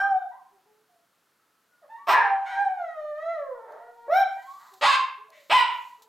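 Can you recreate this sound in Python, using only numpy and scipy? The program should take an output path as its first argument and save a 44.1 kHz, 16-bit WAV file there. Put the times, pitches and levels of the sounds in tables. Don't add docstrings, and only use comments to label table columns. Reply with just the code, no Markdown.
import sys
import numpy as np
from scipy import signal
from scipy.fft import rfft, irfft
from scipy.io import wavfile
from scipy.ndimage import uniform_filter1d

SR = 44100
rng = np.random.default_rng(int(sys.argv[2]) if len(sys.argv) > 2 else 0)


def unload_audio(sound):
    columns = np.transpose(np.atleast_2d(sound))
    steps = np.round(np.clip(columns, -1, 1) * 32767)
    wavfile.write(sys.argv[1], SR, steps.astype(np.int16))


N = 268260

# (time [s], pitch [Hz], level [dB], opening [dB/octave])
HOWL = [(2.19, 850, -47, -5), (2.24, 798, -22.5, 0), (2.33, 781, -24, -3.5), (2.42, 787, -37.5, 3),
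        (2.53, 780, -32, 7), (2.61, 801, -18.5, -1), (2.68, 763, -30.5, 0), (2.76, 743, -41, 3),
        (2.81, 702, -29.5, -1), (2.865, 654, -42, 5), (3.02, 604, -37.5, 1), (3.15, 597, -38, .5),
        (3.23, 655, -36.5, 4.5), (3.315, 677, -30, 1.5), (3.4, 577, -38, 0), (3.46, 541, -33, -13),
        (3.6, 452, -48.5, -2), (3.73, 447, -46, 1), (3.86, 483, -55.5, 3), (3.96, 465, -56, 2),
        (4.07, 470, -46, 1)]
# (start [s], length [s], first pitch [Hz], top pitch [Hz],
# top after [s], last pitch [Hz], level [dB], attack [s], release [s], roughness [0-1],
# first opening [dB/octave], later opening [dB/octave])
CRIES = [(0, .26, 782, 796, .07, 695, -22.4, .002, .11, .02, 24, -4),
         (4.08, .19, 535, 788, .11, 740, -17, .05, .06, .09, -15, 8)]
# (start [s], length [s], first pitch [Hz], top pitch [Hz], top after [s],
# last pitch [Hz], level [dB], release [s], roughness [0-1], opening [dB/octave],
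# closing [dB/octave], subharmonics [ratio], added fundamental [ratio])
BARKS = [(2.069, .21, 480, 1030, .066, 770, -17, .095, .5, 6.3, 45, 1.6, .03),
         (4.81, .175, 470, 1090, .08, 1010, -18.2, .04, .31, 5, 3, 5, .5),
         (5.496, .17, 495, 1035, .052, 885, -16, .06, .21, 7.5, 5, 2.7, .62)]
# (start [s], length [s], first pitch [Hz], last pitch [Hz], level [dB], roughness [0-1],
# opening [dB/octave])
SOFT_GLIDES = [(0, .09, 1180, 1290, -40, .25, -12), (.3, .09, 830, 1060, -46, .3, -10),
               (.51, .12, 412, 365, -65, .1, -20), (.65, .16, 425, 436, -64.5, .08, -22),
               (.88, .12, 757, 670, -66, .15, -10), (1.816, .04, 760, 540, -50, .38, 1),
               (1.888, .11, 850, 950, -43, .1, 4.5), (1.97, .098, 1110, 1152, -48, .02, -7),
               (2.448, .15, 700, 815, -39.5, .38, 17), (2.5, .18, 1000, 866, -39.5, .045, 2),
               (3.7, .08, 590, 640, -49, .2, -7), (3.79, .17, 685, 729, -49, .04, -6),
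               (4.35, .11, 880, 1010, -53, .15, 8), (4.455, .13, 1050, 1160, -44.5, .07, -10),
               (4.58, .16, 1160, 1087, -54, .75, 3), (4.71, .07, 392, 380, -58, .1, -25),
               (5.17, .1, 405, 452, -59, .1, -20), (5.28, .18, 690, 560, -59, .3, -12),
               (5.31, .12, 680, 600, -58, .7, 45), (5.98, .09, 430, 450, -59, .2, -5)]
RASP = (2.125, .1, 920, 830, -19.5, .49, -3)
# (start [s], length [s], first pitch [Hz], last pitch [Hz], level [dB])
THIN_TONES = [(.14, .13, 3740, 3620, -73), (1.38, .22, 1290, 1320, -74), (1.68, .15, 1484, 1415, -72),
              (2.44, .29, 8520, 8270, -73), (3.24, .12, 3940, 4070, -64), (4.193, .055, 3950, 3070, -50),
              (4.38, .2, 2900, 3500, -71)]

# (frequency [Hz], gain [dB])
NARROW_MUZZLE = [(100, -44.5), (300, -34.5), (450, 1), (750, 5), (1000, -3), (1500, -12.5), (1950, -14),
                 (2500, -36.5), (3100, -37.5), (4000, -40), (4600, -50), (5500, -53.5), (6800, -48),
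                 (7400, -63), (13500, -67.5), (16000, -80.5)]
SHUT_MOUTH = [(100, -43.5), (400, -29.5), (780, 4.5), (1250, -9), (1580, -12.5), (2300, -38), (3150, -40),
              (3950, -51), (4700, -53.5), (5500, -48.5), (6500, -56), (9500, -62), (13300, -59.5),
              (16000, -75.5)]
PARTED_LIPS = [(100, -37), (300, -17), (520, -7.5), (760, 4), (1100, -12.5), (1560, -14), (2300, -26.5),
               (2900, -43), (3900, -36.5), (4700, -56), (5450, -43.5), (7500, -65.5), (11500, -60),
               (13800, -51), (16000, -67)]
BARK_JAWS = [(100, -38.5), (280, -39), (400, -16.5), (500, -16.5), (700, -10), (1000, 3), (1400, -13.5),
             (1720, -14), (2400, -15.5), (3300, -27.5), (5300, -40.5), (7000, -53.5), (8400, -52.5),
             (10000, -66), (13800, -53.5), (16000, -76)]
FIRST_YIP_JAWS = [(59, -72), (100, -64), (424, -24.5), (547, -18.5), (691, -25), (768, -7.5), (1100, 2.5),
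                  (1450, -11), (1580, -16), (1680, -8.5), (4870, -23.5), (5650, -41), (6560, -32),
                  (11900, -52.5), (16000, -64)]
SECOND_YIP_JAWS = [(100, -35), (320, -25), (430, -17), (700, -22), (990, 2), (1400, -11.5), (1800, -16),
                   (2230, -11.5), (2700, -14), (3200, -18), (3700, -25.5), (5300, -36), (6400, -50.5),
                   (7900, -39.5), (10500, -57.5), (13700, -51.5), (16000, -85)]
CLOSING_JAWS = [(300, -49.5), (1100, -23.5), (1400, -6.5), (1750, 2.5), (2350, -9.5), (3000, -29),
                (6000, -42), (16000, -78.5)]
# (frequency [Hz], width [Hz], gain [dB])
NOSE_PEAKS = [(4210, 88, 2.5), (4564, 250, -2), (5400, 260, 5.5), (8380, 380, 5), (9760, 230, -3),
              (13990, 700, 4.5)]

# (delay [ms], level relative to the direct sound [dB])
ECHOES = [(3.1, -6), (5.7, -9.5), (8.3, -7.5), (11.9, 0), (15.2, -16.5), (21.4, -29)]
# (frequency [Hz], T60 [s])
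ROOM_T60 = [(150, .5), (500, 0.42), (1000, 0.52), (2500, 0.47), (5000, 0.37), (8000, 0.3), (14000, 0.15)]
# (frequency [Hz], relative density [dB])
ROOM_TONE_SPECTRUM = [(30, -22), (80, -18.5), (130, -7.5), (200, -5.5), (400, -4.5), (800, -5.5),
                      (1350, -1.5), (2300, -10.5), (4000, -12.5), (5500, -14.5), (9000, -17),
                      (11000, -15.5), (14000, -16.5), (16000, -22.5)]
# (frequency [Hz], relative density [dB])
WHIR_SPECTRUM = [(300, -30), (2500, -9.5), (4200, 1.5), (5500, -6), (7300, -1), (9500, -15), (11500, -7),
                 (13700, -3.5), (15000, -14)]
# (peak time [s], rise [s], fall [s], level [dB])
WHIR_SWELLS = [(4.7, .5, .22, -66.5), (5.4, .06, .15, -70), (5.83, .22, .14, -65.5)]
# (time [s], level [dB], decay time [s])
TICKS = [(3.722, -68, 0.0043), (4.738, -56, 0.0053), (5.303, -53, 0.0016), (6.021, -56.5, 0.017),
         (6.03, -69, 0.0024)]

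BAND_LIMIT_HZ = 16200
LIFT_BAND_HZ = (700, 3200)


def dog():
    tremor, out = wobble(rate_hz=140), np.zeros(N)
    clear = dict(jitter=.08, subharmonics=.1, breath=.9, low_cut_db=-32)
    for row, tract, lift_hz in zip(CRIES, [SHUT_MOUTH, PARTED_LIPS], [(780, 1600), LIFT_BAND_HZ]):
        add(out, *voice(cry(*row), tract, tremor, lift_hz, **clear))
    add(out, *voice(howl(), NARROW_MUZZLE, tremor, LIFT_BAND_HZ, **clear))
    jaws = [(BARK_JAWS, (2200, 12000)), (FIRST_YIP_JAWS, LIFT_BAND_HZ), (SECOND_YIP_JAWS, LIFT_BAND_HZ)]
    for (*row, subharmonics, fundamental), (tract, lift_hz) in zip(BARKS, jaws):
        add(out, *voice(bark(*row), tract, tremor, lift_hz,
                        jitter=.118, subharmonics=subharmonics, breath=1, fundamental=fundamental))
    add(out, *voice(glide(*RASP), CLOSING_JAWS, tremor, lift_hz=(1400, 3200),
                    jitter=.1, subharmonics=.72, breath=.43))
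    for row in SOFT_GLIDES:
        add(out, *voice(glide(*row), NARROW_MUZZLE, tremor, lift_hz=(560, 2400),
                        jitter=.13, subharmonics=.2, breath=.45, low_cut_db=-40))
    for row in THIN_TONES:
        add(out, *thin_tone(glide(*row), tremor))
    return out


def voice(controls, tract, tremor, lift_hz, jitter, subharmonics, breath, fundamental=0, low_cut_db=0):
    times, *columns = np.transpose(controls)
    at = np.arange(max(round(times[0] * SR), 0), min(round(times[-1] * SR), N))
    pitch, level_db, rough, opening = (np.interp(at / SR, times, c) for c in columns)
    rough = np.clip(rough, 0, .95)
    cycles = np.cumsum(pitch * (1 + jitter * rough * tremor[at])) / SR
    source = larynx(cycles, pitch, rough, subharmonics, breath)
    sound = vocal_tract(source, tract, pitch, opening, lift_hz, low_cut_db)
    sound /= np.sqrt(abs(uniform_filter1d(sound ** 2, size=700)) + 1e-20)
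    sound = (sound + fundamental * np.sqrt(2) * np.cos(2 * np.pi * cycles)) / (1 + .3 * fundamental)
    edge_fade = np.minimum(1, np.minimum(at - at[0], at[-1] - at) / (.002 * SR))
    return times[0], sound * gain_of(level_db) * edge_fade


def larynx(cycles, pitch, rough, subharmonics, breath):
    folds = sum(np.cos(2 * np.pi * k * cycles) * (k * pitch < BAND_LIMIT_HZ) for k in range(1, 30))
    folds = unit_rms(folds) * (1 + subharmonics * rough * np.cos(np.pi * cycles))
    airflow = .19 + np.exp(-(cycles % 1) / .38)
    puffs = unit_rms(airflow * rng.standard_normal(len(cycles)))
    return (1 - rough) * folds + breath * rough * puffs


def vocal_tract(source, tract, pitch, opening, lift_hz, low_cut_db):
    t = np.arange(len(source)) / SR
    hz, frame_s, spectra = signal.stft(source, SR, nperseg=512, noverlap=384)
    nose_db = sum(db * np.exp(-((hz - centre) / width) ** 2) for centre, width, db in NOSE_PEAKS)
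    colour_db = curve_at(tract, hz) + nose_db
    octaves_up = np.log2(np.clip(hz, *lift_hz) / lift_hz[0])[:, None]
    lift_db = octaves_up * np.interp(frame_s, t, opening)
    corner_hz = .8 * np.interp(frame_s, t, pitch)
    octaves_under = np.log2(np.maximum(corner_hz / (hz[:, None] + 1), 1))
    spectra *= gain_of(colour_db[:, None] + lift_db + low_cut_db * octaves_under)
    return signal.istft(spectra, SR, nperseg=512, noverlap=384)[1][:len(source)]


def howl(waver=.0025, crack_at_s=3.74, crack_width_s=.115):
    times, *columns = np.transpose(HOWL)
    t = np.linspace(times[0], times[-1], 1000)
    pitch, level, opening = (np.interp(t, times, c) for c in columns)
    pitch *= 1 + waver * wobble(rate_hz=14)[(t * SR).astype(int)]
    rough = .048 + .55 * np.exp(-((t - crack_at_s) / crack_width_s) ** 2)
    return np.column_stack([t, pitch, level, rough, opening])


def bark(start, length, first_hz, top_hz, top_s, last_hz, level_db, release_s, rough, opening, closing):
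    t, pitch, level, rough, sink = air_push(
        start, length, first_hz, top_hz, top_s, last_hz, level_db, release_s, rough,
        attack_s=.019, sag_db_per_s=12, onset_rough=.4)
    return np.column_stack([t, pitch, level, rough, opening - closing * sink])


def cry(start, length, first_hz, top_hz, top_s, last_hz, level_db, attack_s, release_s, rough,
        first_opening, later_opening, mouth_s=.034, closing=10):
    t, pitch, level, rough, sink = air_push(
        start, length, first_hz, top_hz, top_s, last_hz, level_db, release_s, rough,
        attack_s, sag_db_per_s=15, onset_rough=.08)
    opening = later_opening + (first_opening - later_opening) * np.exp((start - t) / mouth_s)
    return np.column_stack([t, pitch, level, rough, opening - closing * sink])


def air_push(start, length, first_hz, top_hz, top_s, last_hz, level_db, release_s, rough,
             attack_s, sag_db_per_s, onset_rough, onset_db=-16, release_db=-25, settle_s=.012):
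    t = np.linspace(0, length, 200)
    rise = np.sin(np.pi / 2 * np.minimum(t / top_s, 1))
    sink = np.maximum(t - top_s, 0) / (length - top_s)
    pitch = first_hz + (top_hz - first_hz) * rise + (last_hz - top_hz) * sink
    onset = np.maximum(1 - t / attack_s, 0)
    release = np.clip(1 - (length - t) / release_s, 0, 1)
    level = level_db + onset_db * onset - sag_db_per_s * t + release_db * release
    return start + t, pitch, level, rough + onset_rough * np.exp(-t / settle_s), sink


def glide(start, length, first_hz, last_hz, level_db, *steady, attack_s=.018, onset_db=-16, fade_db=-10):
    progress = np.linspace(0, 1, 100)
    pitch = last_hz + (first_hz - last_hz) * (1 - progress) ** 1.7
    onset = np.maximum(1 - progress * length / attack_s, 0)
    level = level_db + onset_db * onset + fade_db * progress ** 2
    return np.column_stack(np.broadcast_arrays(start + progress * length, pitch, level, *steady))


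def thin_tone(controls, tremor, waver=.0018):
    times, hz, db = np.transpose(controls)
    at = np.arange(round(times[0] * SR), round(times[-1] * SR))
    cycles = np.cumsum(np.interp(at / SR, times, hz) * (1 + waver * tremor[at])) / SR
    envelope = gain_of(np.interp(at / SR, times, db)) * signal.windows.tukey(len(at), .2)
    return times[0], envelope * np.sqrt(2) * np.sin(2 * np.pi * cycles)


def room(sound, wet_db, side_db, mode_hz=396, mode_db=-54.5, mode_t60_s=.25):
    t = np.arange(SR) / SR
    mid = gain_of(wet_db) * reverberation(build_s=.019)
    mid += gain_of(mode_db - 60 * t / mode_t60_s) * np.cos(2 * np.pi * mode_hz * t)
    mid[0] += 1
    for delay_ms, db in ECHOES:
        add(mid, delay_ms / 1000, gain_of([db]))
    mid /= np.linalg.norm(mid)
    side = gain_of(side_db) * reverberation(build_s=.0048)
    return signal.fftconvolve(sound[None], np.array([mid + side, mid - side]), axes=1)[:, :N]


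def reverberation(build_s):
    reflections = rng.choice([-1., 1.], SR) * (rng.random(SR) < .1)
    hz, t, spectra = signal.stft(reflections, SR, nperseg=256)
    decay = gain_of(-60 * t / curve_at(ROOM_T60, hz)[:, None])
    build_up = 1 - np.exp(-t / build_s)
    ring = signal.istft(spectra * decay * build_up, SR, nperseg=256)[1][:SR]
    return ring / np.linalg.norm(ring)


def camera(idle_db=-89):
    t = np.arange(N) / SR
    swells = sum(gain_of(db) * np.exp(-((t - peak) / np.where(t < peak, rise, fall)) ** 2)
                 for peak, rise, fall, db in WHIR_SWELLS)
    whir = (gain_of(idle_db) + swells) * gain_of(1.2 * wobble(rate_hz=25))
    ticks = sum(gain_of(db) * (t >= start) * np.exp(-abs(t - start) / decay)
                for start, db, decay in TICKS)
    return (whir + ticks) * coloured_noise(WHIR_SPECTRUM)


def room_tone(level_db=-72):
    mid, side = coloured_noise(ROOM_TONE_SPECTRUM), coloured_noise(ROOM_TONE_SPECTRUM)
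    return gain_of(level_db) * (mid + np.array([[.22], [-.22]]) * side)


def coloured_noise(spectrum):
    gain = gain_of(curve_at(spectrum, np.fft.rfftfreq(N, 1 / SR)))
    return unit_rms(irfft(rfft(rng.standard_normal(N)) * gain, N))


def wobble(rate_hz):
    hz = np.fft.rfftfreq(N, 1 / SR)
    return unit_rms(irfft(rfft(rng.standard_normal(N)) / (1 + (hz / rate_hz) ** 2), N))


def curve_at(points, hz):
    point_hz, values = np.transpose(points)
    return np.interp(np.log(hz + 1), np.log(point_hz + 1), values)


def gain_of(db):
    return 10 ** (np.asarray(db) / 20)


def unit_rms(x):
    return x / np.sqrt(np.mean(x ** 2) + 1e-20)


def add(mix, start_s, sound):
    part = mix[max(round(start_s * SR), 0):][:len(sound)]
    part += sound[:len(part)]


def scene():
    dog_in_room = room(dog(), wet_db=-3, side_db=-15.5) * gain_of([[-.4], [.4]])
    return dog_in_room + room_tone() + camera()


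def record(dry, threshold_db=-19, squeeze=.51, recovery_db_per_s=45, makeup_db=1.5, ceiling=.42):
    power_db = 10 * np.log10(abs(uniform_filter1d((dry ** 2).mean(0), size=400)) + 1e-12)
    recovery_db = np.arange(N) * recovery_db_per_s / SR
    peak_db = np.maximum.accumulate(power_db + recovery_db) - recovery_db
    over_db = np.maximum(peak_db - threshold_db, 0)
    held = dry * gain_of(makeup_db - squeeze * uniform_filter1d(over_db, size=200))
    rounded = held / (1 + (held / ceiling) ** 8) ** (1 / 8)
    low_pass = signal.firwin(511, BAND_LIMIT_HZ, window=("kaiser", 9), fs=SR)
    return signal.oaconvolve(rounded, low_pass[None], "same")


dry = scene()
out = record(dry)
unload_audio(out)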